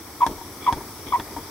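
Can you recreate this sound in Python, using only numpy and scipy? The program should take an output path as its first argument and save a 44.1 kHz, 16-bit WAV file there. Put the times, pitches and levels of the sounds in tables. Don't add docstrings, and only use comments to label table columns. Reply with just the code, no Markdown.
import sys
import numpy as np
from scipy import signal
from scipy.fft import rfft, irfft
from scipy.io import wavfile
from scipy.ndimage import uniform_filter1d

SR = 44100
rng = np.random.default_rng(int(sys.argv[2]) if len(sys.argv) > 2 else 0)


def output_pcm(signal):
    pcm = np.clip(np.atleast_2d(signal).T, -1, 1) * 32767
    wavfile.write(sys.argv[1], SR, np.round(pcm).astype(np.int16))


N = 66150
FREQS = np.fft.rfftfreq(N, 1 / SR)


def amp(db):
    return 10 ** (np.asarray(db) / 20)


def unit(x):
    return x / np.sqrt(np.mean(x ** 2) + 1e-20)


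def curve(points, hz=FREQS):
    f, value = np.transpose(points)
    return np.interp(np.log(hz + 1), np.log(f + 1), value)


def add(mix, start, sound):
    part = mix[:, max(round(start * SR), 0):][:, :sound.shape[-1]]
    part += sound[..., :part.shape[1]]


def pan(lean_db):
    return amp(np.array([[0.5], [-0.5]]) * lean_db)


def drift(n, hz):
    return unit(irfft(rfft(rng.standard_normal(N)) / (1 + (FREQS / hz) ** 4), N))[:n]


def fade(x, t60s):
    hz, t, bands = signal.stft(x, SR, nperseg=128)
    return signal.istft(bands * amp(-60 * t / curve(t60s, hz)[:, None]), SR, nperseg=128)[1]


# (frequency [Hz], left-right likeness [0-1])
LIKENESS = [(200, 0.98), (450, 0.96), (800, 0.88), (1300, 0.7), (2400, 0.5), (4400, 0.08), (15000, 0.03)]

def noise(gain, lean_db):
    mid, side = np.exp(2j * np.pi * rng.random((2, len(FREQS))))
    likeness = curve(LIKENESS)
    side *= np.sqrt((1 - likeness) / (1 + likeness))
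    x = irfft(np.array([mid + side, mid - side]) * pan(lean_db) * gain, N)
    return x / x.mean(0).std()


def shimmer(x, ripple_db=2.2, patch_db=1.7):
    bands = signal.stft(x, nperseg=2048)[2]
    ripple = rng.standard_normal((2, bands.shape[1], 1))
    ripple = unit(uniform_filter1d(uniform_filter1d(ripple, size=7, axis=1), size=3, axis=1))
    patches = rng.standard_normal(bands.shape)
    patches = unit(uniform_filter1d(uniform_filter1d(patches, size=14, axis=1), size=6, axis=2))
    bands *= amp(ripple_db * ripple + patch_db * patches)
    return unit(signal.istft(bands, nperseg=2048)[1][:, :N]) * x.std()


# (frequency [Hz], relative level [dB])
ROAR_EQ = [(13, -43), (22, -23), (81, 3), (118, -2), (171, -8.5), (313, 0.5), (433, -3.5), (553, -10.5),
           (937, -6.5), (1270, -9), (1560, -17), (2290, -14), (2800, -31.5), (3640, -80), (6160, -120)]
# (time [s], relative level [dB])
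ROAR_SWELL = [(0, -2), (0.3, -1), (0.55, -1), (0.7, 4), (0.95, -1.5), (1.25, 1.5), (1.5, 0.5)]
# (frequency [Hz], relative level [dB])
HISS_EQ = [(1650, -39), (2800, -10), (3310, -1.5), (3610, -4), (4550, -5.5), (4750, 0), (5110, -4),
           (5730, 2), (6920, -9.5), (7720, -5), (8660, -7), (11100, -4.5), (12600, -5), (14900, -5.5),
           (15800, -7.5)]
# (time [s], level [dB])
HISS_SWELL = [(0, -47), (0.2, -45.5), (0.36, -45.5), (0.9, -44.5), (1.42, -44.5)]
# (frequency [Hz], left minus right [dB])
BURNER_PAN = [(60, 3.5), (87, -0.5), (130, 0.5), (180, 1.5), (260, 1), (380, -2.5), (550, 3), (790, 2.0),
              (1140, 1.5), (1650, 5.5), (2380, 3.5), (3440, 5), (4970, -1.5), (7180, 6), (10400, 3.5),
              (15000, 0)]

def burner(roar_db=-41.5):
    t = np.arange(N) / SR
    roar = noise(amp(curve(ROAR_EQ)), curve(BURNER_PAN))
    hiss = shimmer(noise(amp(curve(HISS_EQ)), curve(BURNER_PAN)))
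    roar *= amp(roar_db + np.interp(t, *np.transpose(ROAR_SWELL)) + drift(N, hz=35))
    hiss *= amp(np.interp(t, *np.transpose(HISS_SWELL)))
    return roar + hiss


# (time [s], gain [dB], base pitch [Hz], length [s], octave overtone [dB],
# accent on the opening flick [dB])
SQUEAK_CUES = [(0.2055, -7.5, 959.5, 0.069, -29.5, -3), (0.6632, -9.0, 970, 0.065, -27.5, -1.5),
               (1.1215, -10.5, 968.6, 0.069, -22.5, 1)]
# (progress [0-1], pitch [ratio], relative level [dB], left minus right [dB])
SQUEAK_SHAPE = [(0, 0.92, -22, 5), (0.077, 1.174, -7, 2.5), (0.138, 1.23, -22, 9), (0.184, 1.067, -7.5, -3),
                (0.249, 0.98, -2.5, 2), (0.298, 1.019, -7, 1), (0.357, 1.006, -2.5, 5),
                (0.46, 1.0, -3.5, -5), (0.558, 1.0, -7, -4.5), (0.63, 1.18, -23, -3), (0.78, 1.0, -20, 0),
                (1, 0.96, -34, -2)]
# (frequency [Hz], width [Hz], gain of the added peak [dB])
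TANK_PEAKS = [(780, 55, 4), (1052, 46, 1), (1215, 70, 0), (2250, 70, 10)]

def valve(waver=0.015, flutter_db=0.65, air_db=-29.5, right_lag_s=0.0001):
    out = np.zeros((2, N))
    marks, ratio, shape_db, lean_db = np.transpose(SQUEAK_SHAPE)
    for start, db, hz, length, octave_db, flick_db in SQUEAK_CUES:
        progress = np.arange(0, length, 1 / SR) / length
        n = len(progress)
        pitch = hz * np.interp(progress, marks, ratio) * (1 + waver * drift(n, hz=250))
        phase = 2 * np.pi * (np.cumsum(pitch) / SR - np.array([[0], [right_lag_s]]) * pitch)
        tone = np.sin(phase) + amp(octave_db) * np.sin(2 * phase) + amp(air_db) * drift(n, hz=2600)
        level = db + np.interp(progress, marks, shape_db) + flick_db * (progress < marks[2])
        level += flutter_db * drift(n, hz=239)
        add(out, start, tone * amp(level) * pan(np.interp(progress, marks, lean_db)))
    tank = 1 + sum(amp(db) / (1 + 2j * (FREQS - hz) / width) for hz, width, db in TANK_PEAKS)
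    return irfft(rfft(out) * tank, N)


# (time [s], length [s], level [dB])
RUB_CUES = [(0.213, 0.022, -44), (0.608, 0.066, -46), (0.663, 0.023, -39), (1.061, 0.04, -44),
            (1.103, 0.056, -46)]
# (frequency [Hz], width [Hz], relative level [dB])
ROD_PEAKS = [(2254, 230, -1.5), (3360, 270, 0.5), (5700, 1200, -17.5)]

def rod_rubs(grit_db=2.6):
    out = np.zeros((2, N))
    colour = sum(amp(db) / (1 + (2 * (FREQS - hz) / width) ** 2) for hz, width, db in ROD_PEAKS)
    for start, length, db in RUB_CUES:
        progress = np.arange(0, length, 1 / SR) / length
        rub = noise(colour, lean_db=4)[:, :len(progress)]
        level = db + grit_db * drift(len(progress), hz=121)
        add(out, start, rub * np.sin(np.pi * progress) ** 0.24 * amp(level))
    return out


# (frequency [Hz], relative level [dB], t60 [s])
PUMP_MODES = [(304, -13.5, 0.059), (789.5, -11, 0.0415), (929, -2, 0.045), (1025, -15, 0.048),
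              (1195, -11, 0.022), (1664, -9, 0.019), (2270, -24, 0.056), (3310, -19, 0.037),
              (5210, -20.5, 0.025), (6027, -22, 0.022)]

def pump_ring(cutoff_hz, rise_s):
    t = np.arange(SR // 5) / SR
    ring = np.zeros((2, len(t)))
    for hz, db, t60 in PUMP_MODES:
        mode = amp(db - 60 * t / t60) * np.sin(2 * np.pi * hz * t) / (1 + (hz / cutoff_hz) ** 2)
        ring += mode * pan(lean_db=4 + 2 * rng.standard_normal() * min(hz / 3000, 1))
    return ring * (1 - np.exp(-t / rise_s))


# (time [s], ring gain [dB], crack gain [dB], crack cutoff [Hz], ping gain [dB])
KNOCK_CUES = [(0.2644, -10.5, -24.5, 9800, -32), (0.7257, -11.5, -25.5, 9800, -30),
              (1.1983, -23.5, -26.5, 2720, -29.5)]
# (frequency [Hz], relative level [dB])
CRACK_EQ = [(300, 7), (900, 0.5), (1750, 2), (2700, -14), (3400, -5.5), (4500, -10), (5600, -8.5),
            (7000, -16.5), (11000, -7), (16000, -35)]
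# (frequency [Hz], t60 [s])
CRACK_DECAY = [(500, 0.03), (3400, 0.059), (8000, 0.08), (16000, 0.02)]

def plunger_knocks(ping_hz=3413, ping_t60_s=0.032, ping_rise_s=0.0012):
    out = np.zeros((2, N))
    t = np.arange(SR // 10) / SR
    for start, ring_db, crack_db, cutoff_hz, ping_db in KNOCK_CUES:
        ping = np.sin(2 * np.pi * ping_hz * t) * np.minimum(t / ping_rise_s, 1)
        add(out, start, ping * amp(ping_db - 60 * t / ping_t60_s))
        add(out, start, amp(ring_db) * pump_ring(cutoff_hz=9000, rise_s=0.0007))
        colour = amp(curve(CRACK_EQ)) / (1 + (FREQS / cutoff_hz) ** 6)
        crack = noise(colour, lean_db=2)[:, :len(t)]
        add(out, start, amp(crack_db) * fade(crack, CRACK_DECAY))
    return out


# (time [s], level [dB], length [s], bass shelf [dB])
JOLT_CUES = [(0.265, -29.5, 0.052, 3), (0.296, -32, 0.063, -1.5), (0.335, -37.5, 0.081, 10.5),
             (0.717, -34, 0.1, 12), (0.77, -33.5, 0.033, -1), (0.803, -44, 0.084, 12),
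             (1.056, -38, 0.073, 1), (1.172, -38.5, 0.094, -1), (1.284, -38.5, 0.016, -11),
             (1.363, -33.5, 0.057, 7.5)]
# (frequency [Hz], relative level [dB])
JOLT_EQ = [(20, 7.5), (45, 0.5), (110, 0.5), (170, -5), (240, 1), (340, 5.5), (480, -3.5), (650, -8),
           (950, -4.5), (1500, -24.5), (4000, -30)]

def stove_jolts(shelf_hz=160):
    out = np.zeros((2, N))
    for start, db, length, bass_db in JOLT_CUES:
        progress = np.arange(0, length, 1 / SR) / length
        colour = amp(curve(JOLT_EQ) + bass_db / (1 + (FREQS / shelf_hz) ** 4))
        rumble = noise(colour, lean_db=1)[:, :len(progress)]
        add(out, start, rumble * np.sin(np.pi * progress ** 0.43) * amp(db))
    return out


# (time [s], ring gain [dB])
TAP_CUES = [(0.381, -24.5), (0.412, -21), (0.775, -30), (0.806, -21.5), (1.3645, -14)]

def rod_taps():
    out = np.zeros((2, N))
    for start, db in TAP_CUES:
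        add(out, start, amp(db) * pump_ring(cutoff_hz=1830, rise_s=0.002))
    return out


# (frequency [Hz], t60 [s])
ROOM_DECAY = [(100, 0.083), (1000, 0.12), (8000, 0.2)]

def room(x, predelay_s=0.005, crossfeed=0.54):
    t = np.arange(SR // 2) / SR
    tail = fade(rng.standard_normal((2, len(t))) * (t > predelay_s), ROOM_DECAY)
    tail = tail + crossfeed * tail[::-1]
    return signal.fftconvolve(x, tail / np.linalg.norm(tail[0]), axes=1)[:, :N]


def scene(squeak_send_db=-21, metal_send_db=-14):
    squeaks = valve()
    metal = rod_rubs() + plunger_knocks() + rod_taps()
    reverb = room(amp(squeak_send_db) * squeaks + amp(metal_send_db) * metal)
    return burner() + squeaks + metal + stove_jolts() + reverb


def record(dry):
    low_cut = signal.butter(4, 35, "highpass", fs=SR, output="sos")
    high_cut = signal.firwin(511, 15790, window=("kaiser", 9), fs=SR)
    return signal.oaconvolve(signal.sosfilt(low_cut, dry), high_cut[None], "same")


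dry = scene()
out = record(dry)
output_pcm(out)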